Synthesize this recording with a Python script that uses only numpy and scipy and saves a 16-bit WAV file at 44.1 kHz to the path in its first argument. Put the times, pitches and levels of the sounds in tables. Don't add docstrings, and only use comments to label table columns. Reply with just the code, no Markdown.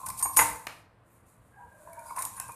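import sys
import numpy as np
from scipy import signal
from scipy.fft import rfft, irfft
from scipy.io import wavfile

SR = 44100
rng = np.random.default_rng(int(sys.argv[2]) if len(sys.argv) > 2 else 0)


def log_audio(samples):
    frames = np.atleast_2d(samples).T
    limited = np.clip(frames, -1, 1)
    pcm = np.round(limited * 32767).astype(np.int16)
    wavfile.write(sys.argv[1], SR, pcm)


N = 112454


def amp(db):
    return 10 ** (np.asarray(db) / 20)


def unit_rms(x):
    return x / np.sqrt(np.mean(x ** 2) + 1e-20)


def unit_peak(x):
    return x / (abs(x).max() + 1e-12)


def read(points, hz):
    table_hz, value = np.transpose(points)
    return np.interp(np.log(hz + 1), np.log(table_hz + 1), value)


def colour(x, points):
    gain = amp(read(points, np.fft.rfftfreq(len(x), 1 / SR)))
    return irfft(rfft(x) * gain, len(x))


def curve(points):
    s, db = np.transpose(points)
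    return amp(np.interp(np.arange(N) / SR, s, db))


def add(mix, s, sound):
    part = mix[round(s * SR):][:len(sound)]
    part += sound[:len(part)]


def burst(noise, length):
    u = np.arange(len(noise)) / SR / max(length, .0003)
    return noise * u * np.exp(-u)


SOFT_S = 0.0013


def ring(modes, boost_db=0, detune=1, phase=0):
    hz, db, t60 = np.transpose(modes)[..., None]
    t = np.arange(12000) / SR
    decay = amp(db + boost_db - 60 * t / np.maximum(t60, .004))
    waves = np.sin(2 * np.pi * hz * detune * t + phase)
    return (1 - np.exp(-(t / SOFT_S) ** 2)) * (decay * waves).sum(0)


# (time [s], scuff peak [dB], focus of the ring [Hz], contact length [s], ring relative to scuff [dB])
BLADE_CLINKS = [(0.06, -22, 8640, 0.0043, -23), (0.084, -24.5, 10900, 0.0034, -21),
                (0.100, -25, 9490, 0.0021, -28), (0.172, -31.5, 8000, 0.0074, -15),
                (0.188, -24.5, 10000, .006, -26), (0.211, -28, 9200, 0.0031, -28),
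                (0.2254, -16, 8760, .0012, 1), (0.256, -42, 10700, 0.0029, -38),
                (0.328, -31.5, 8000, 0.0095, -32), (0.3632, -11.5, 9800, 0.0059, -12),
                (0.3692, -8, 5400, 0.0019, 0), (0.388, -11.5, 9650, .003, -16),
                (0.6687, -27.5, 8000, 0.001, -20), (1.930, -41, 10800, 0.002, -15),
                (1.992, -40, 10900, 0.0011, -12), (2.06, -45, 9700, .003, -0.5),
                (2.162, -30.5, 9700, 0.0032, -6), (2.187, -29.5, 9520, .003, -1),
                (2.221, -20.5, 7500, 0.0024, -16), (2.2512, -14, 10450, .0011, -22),
                (2.364, -38.5, 9600, 0.0032, -0.5), (2.399, -18, 7720, 0.00092, -20.5),
                (2.479, -40, 9500, 0.0026, -3), (2.518, -37, 12000, 0.0024, -18)]
# (frequency [Hz], level [dB], t60 [s])
METAL_MODES = [(4910, -20, .12), (5860, -16, .12), (6440, -16, .2), (6798, -4, .2), (7730, -9, .12),
               (8712, -4, .13), (8825, -6, .07), (9606, -2, .17), (9735, -4, .28), (9835, -4, .14),
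               (10790, -9, .27), (11785, -3, .32), (11890, -7, .12), (12820, -8, .25)]
# (frequency [Hz], level [dB])
SCUFF_SPECTRUM = [(300, -59), (700, -33.5), (1100, -38.5), (2260, -24), (3180, -21.5), (5000, -12),
                  (7000, -11.5), (9000, 2.5), (12000, -5.5), (14300, -8)]
FOCUS_OCT, FOCUS_DB = .04, 18


def clinks():
    out, t = np.zeros(N), np.arange(12000) / SR
    hz = np.array(METAL_MODES)[:, :1]
    noises = rng.standard_normal((len(BLADE_CLINKS), 4096))
    for (s, db, focus_hz, length, ring_db), noise in zip(BLADE_CLINKS, noises):
        focus_db = FOCUS_DB * np.exp(-(np.log2(hz / focus_hz) / FOCUS_OCT) ** 2)
        detune = 1 + 0.0009 * noise[:len(hz), None]
        phase = 10 * noise[-len(hz):, None]
        rung = ring(METAL_MODES, focus_db, detune, phase)
        rung = rung * np.minimum(t / length, 1)
        scuff = burst(colour(noise, SCUFF_SPECTRUM), length)
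        add(out, s, amp(db + ring_db) * unit_peak(rung))
        add(out, s, amp(db) * unit_peak(scuff))
    return out


BODY_FLOOR_HZ = 590


def hollow(x):
    return signal.sosfilt(signal.butter(4, BODY_FLOOR_HZ, "high", fs=SR, output="sos"), x)


# (time [s], level [dB])
SCRAPE_LEVEL = [(0.0, -36), (0.18, -44), (0.41, -41), (0.51, -55), (0.58, -55), (0.75, -68), (0.85, -71.5),
                (1.23, -70.5), (1.52, -68), (1.74, -59), (1.94, -58.5), (2.06, -47.5), (2.16, -38.5),
                (2.26, -55.5), (2.43, -38), (2.55, -50)]
# (time [s], level [dB])
SCALES_LEVEL = [(0, -52), (.13, -54), (.2, -45.5), (.33, -56.5), (.41, -27), (.55, -46), (.64, -56),
                (.79, -66), (.87, -85.5), (1.03, -85.5), (1.08, -72), (1.17, -69), (1.25, -77),
                (1.275, -64.5), (1.33, -66.5), (1.4, -76.5), (1.48, -71), (1.54, -76), (1.6, -72.5),
                (1.66, -72.5), (1.76, -68.5), (1.83, -61), (1.92, -63), (2.0, -62), (2.09, -51.5),
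                (2.15, -55.5), (2.19, -40), (2.28, -52.5), (2.36, -50), (2.43, -52.5), (2.55, -56.5)]
# (frequency [Hz], level [dB])
RUSTLE_SPECTRUM = [(1470, -44), (2500, -11.5), (3040, -28.5), (3820, -17), (5300, -21.5), (6940, -10),
                   (9430, -4), (11200, -8.5), (14300, -13)]
# (frequency [Hz], level [dB], t60 [s])
BODY_MODES = [(450, -6, 0.059), (828, -18, 0.11), (886, -8, .03), (949.6, 9.5, .035), (1035, 9, 0.06),
              (1127, -9.5, 0.014)]
# (frequency [Hz], level [dB], t60 [s])
UPPER_MODES = [(1250, -6, .008), (1492, -4, .025), (1775, -5, .025), (1997, -1, .018), (2285, -2, .014),
               (2650, -7, .01), (3400, -12, .003)]
GRAINS_PER_S, GRAIN_DB, SCRAPE_DB = 5900, 2.5, -9


def strokes():
    size = amp(GRAIN_DB * np.minimum(rng.exponential(1, (2, N)), 4))
    struck = rng.random((2, N)) < GRAINS_PER_S / SR
    grains = size * struck * rng.choice([-1, 1], (2, N))
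    body = ring(BODY_MODES) + amp(-16.5) * ring(UPPER_MODES)
    scrape = unit_rms(hollow(signal.oaconvolve(grains[0], body)[:N]))
    rustle = unit_rms(colour(grains[1], RUSTLE_SPECTRUM))
    return scrape * curve(SCRAPE_LEVEL) * amp(SCRAPE_DB) + rustle * curve(SCALES_LEVEL)


# (time [s], level [dB], upper mids relative to body [dB], length, halved for the puff [s])
STAND_KNOCKS = [(0.031, -37, -29, 0.0087), (0.062, -35.5, -5, 0.0083), (0.081, -31.5, -18, 0.013),
                (0.1, -33, -7, 0.0027), (0.126, -41.5, -14, 0.0078), (0.198, -35, -8.5, 0.015),
                (0.223, -27.5, -13, 0.0048), (0.254, -26.5, -20, 0.0037), (0.253, -22.5, -10, 0.0043),
                (0.291, -33.5, -33, 0.012), (0.368, -19.5, -7, 0.015), (0.388, -10, -2, 0.0053),
                (0.403, -23.5, 2.5, 0.014), (0.415, -14.5, -16.5, 0.0073), (1.871, -38.5, -24.5, 0.0049),
                (2.106, -30.5, -38, 0.0027), (2.16, -35.5, -6, 0.0058), (2.171, -25, -41, 0.0036),
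                (2.179, -26, -8.5, 0.0053), (2.187, -36, -44, 0.015), (2.195, -31.5, -10, 0.015),
                (2.207, -34, -6, 0.0058), (2.217, -37, -11, 0.0081), (2.225, -37.5, -1, 0.0019),
                (2.237, -35, -28, 0.004), (2.258, -32.5, -31, 0.0025), (2.265, -42, -8, 0.0031),
                (2.373, -39.5, -6, 0.01), (2.398, -35, -4, 0.004), (2.436, -48.5, -15, 0.0035),
                (2.488, -32.5, -18, 0.0059)]
KNOCK_DB, THUD_DB = -1, -32


def knocks():
    out, thuds, t = np.zeros(N), np.zeros(N), np.arange(8192) / SR
    split, count = len(BODY_MODES), len(BODY_MODES) + len(UPPER_MODES)
    thud = np.sin(2 * np.pi * 65 * t) + .7 * np.sin(2 * np.pi * 155 * t)
    thud = thud + 0.79 * np.sin(2 * np.pi * 300 * t)
    noises = rng.standard_normal((len(STAND_KNOCKS), 4096))
    for (s, db, upper_db, length), noise in zip(STAND_KNOCKS, noises):
        hit = burst(noise, length / 2)
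        detune = 1 + 0.016 * noise[-count:, None]
        body = unit_peak(signal.fftconvolve(hit, ring(BODY_MODES, 0, detune[:split])))
        upper = unit_peak(signal.fftconvolve(hit, ring(UPPER_MODES, 0, detune[split:])))
        add(out, s - .001, amp(db + KNOCK_DB) * (body + amp(upper_db) * upper))
        add(thuds, s, amp(db + THUD_DB - 60 * t / 0.37) * thud)
    return hollow(out) + thuds


# (time [s], peak [dB], length [s])
BOWL_SLAPS = [(0.368, -19.5, 0.0021), (0.39, -16.5, 0.0043), (0.6685, -24, .0015), (0.685, -36.5, 0.0097),
              (0.723, -41.5, 0.0021)]
# (frequency [Hz], level [dB])
SLAP_SPECTRUM = [(150, -42), (250, -10), (385, -22.5), (437, -10), (1070, -4.5), (1230, -2.5), (2710, -7.5),
                 (3120, -13.5), (7000, -24.5), (9100, -55), (15400, -120)]


def slaps():
    out = np.zeros(N)
    noises = rng.standard_normal((len(BOWL_SLAPS), 4096))
    for (s, db, length), noise in zip(BOWL_SLAPS, noises):
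        smack = burst(colour(noise, SLAP_SPECTRUM), length)
        add(out, s, amp(db) * unit_peak(smack))
    return out


# (start [s], length [s], frequency [Hz], width [Hz], level [dB])
HOARSE_TONES = [(1.52, .28, 1612, 74, -59), (1.56, .11, 815, 59, -54), (1.585, 0.074, 955, 67, -51),
                (1.635, .04, 490, 51, -60.5), (1.715, 0.36, 610, 66, -57), (1.85, 0.17, 667, 10, -53),
                (1.969, 0.16, 938, 31, -43), (1.861, .2, 1620, 270, -61), (1.80, 0.46, 1500, 210, -64),
                (1.99, .17, 1440, 50, -60), (1.865, .11, 985, 90, -54), (2.06, .08, 4900, 200, -63),
                (1.925, .014, 2200, 150, -57), (1.985, .02, 2290, 100, -58), (2.093, .022, 2250, 150, -55),
                (1.10, 0.059, 13000, 300, -70), (2.5, 0.06, 2450, 100, -58),
                (2.39, 0.057, 2600, 310, -54.5), (2.48, .04, 2450, 250, -60), (2.35, 0.14, 1600, 90, -55),
                (2.215, 0.017, 3850, 120, -53)]


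def tones():
    out = np.zeros(N)
    for start, length, hz, width_hz, db in HOARSE_TONES:
        t = np.arange(0, length, 1 / SR)
        r = np.exp(-np.pi * width_hz / SR)
        a, b = rng.standard_normal((2, SR // 2))
        waver = signal.lfilter([1], [1, -2 * r, r * r], a + 1j * b)[-len(t):]
        waver = 0.21 + waver / np.sqrt(np.mean(abs(waver) ** 2))
        tone = (waver * np.exp(2j * np.pi * hz * t)).real
        add(out, start, amp(db) * np.sin(np.pi * t / length) ** 0.18 * tone)
    return out


# (frequency [Hz], t60 [s])
ROOM_DECAY = [(200, 0.38), (500, 0.65), (1000, 0.49), (2500, 0.43), (5000, 0.47), (9000, 0.31),
              (14000, 0.25)]
ROOM_DB, ROOM_DELAY_S = -7, .008


def room(x):
    hz, t, z = signal.stft(rng.standard_normal(SR), SR, nperseg=256)
    decay = amp(-60 * t / read(ROOM_DECAY, hz)[:, None])
    tail = signal.istft(z * decay, SR, nperseg=256)[1]
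    tail = np.r_[np.zeros(round(ROOM_DELAY_S * SR)), tail]
    return signal.fftconvolve(x, tail / np.linalg.norm(tail))[:N]


# (frequency [Hz], level [dB])
FLOOR_SPECTRUM = [(130, -36), (220, -7.5), (347, -2.5), (372, -22), (404, -6), (512, -4.5), (914, -8.5),
                  (1110, -7.5), (1850, -14), (6000, -39), (7800, -62), (13200, -120)]
FLOOR_DB = -65.5
# (time [s], level [dB])
RUMBLE_LEVEL = [(0.0, -66), (0.09, -52.5), (0.33, -60), (0.37, -47.5), (0.51, -49.5), (0.62, -62),
                (1.2, -65.5), (1.23, -57.5), (1.35, -67), (1.39, -59), (1.62, -66), (1.65, -58.5),
                (1.84, -66), (1.87, -61), (2.21, -62.5), (2.24, -58), (2.52, -59), (2.55, -74)]
# (frequency [Hz], level [dB])
RUMBLE_SPECTRUM = [(12, -45), (20, -17), (22, -23.5), (54, -5.5), (86, -4.5), (108, 0), (124, -0.5),
                   (140, -14), (162, -5), (260, -17), (340, -41), (570, -120)]


def kitchen():
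    a, b = rng.standard_normal((2, N))
    floor = unit_rms(colour(a, [(150, -58.5)] + list(FLOOR_SPECTRUM)))
    rumble = unit_rms(colour(b, list(RUMBLE_SPECTRUM) + [(330, -65)]))
    return amp(FLOOR_DB) * floor + curve(RUMBLE_LEVEL) * rumble


def scene():
    hits = clinks() + knocks() + slaps() + tones()
    return (hits + amp(ROOM_DB) * room(hits) + strokes() + kitchen())[None]


EDGE_HZ = 14350


def record(dry):
    low_pass = signal.firwin(511, EDGE_HZ, window=("kaiser", 9), fs=SR)
    return signal.oaconvolve(dry, low_pass[None], "same")


dry = scene()
out = record(dry)
log_audio(out)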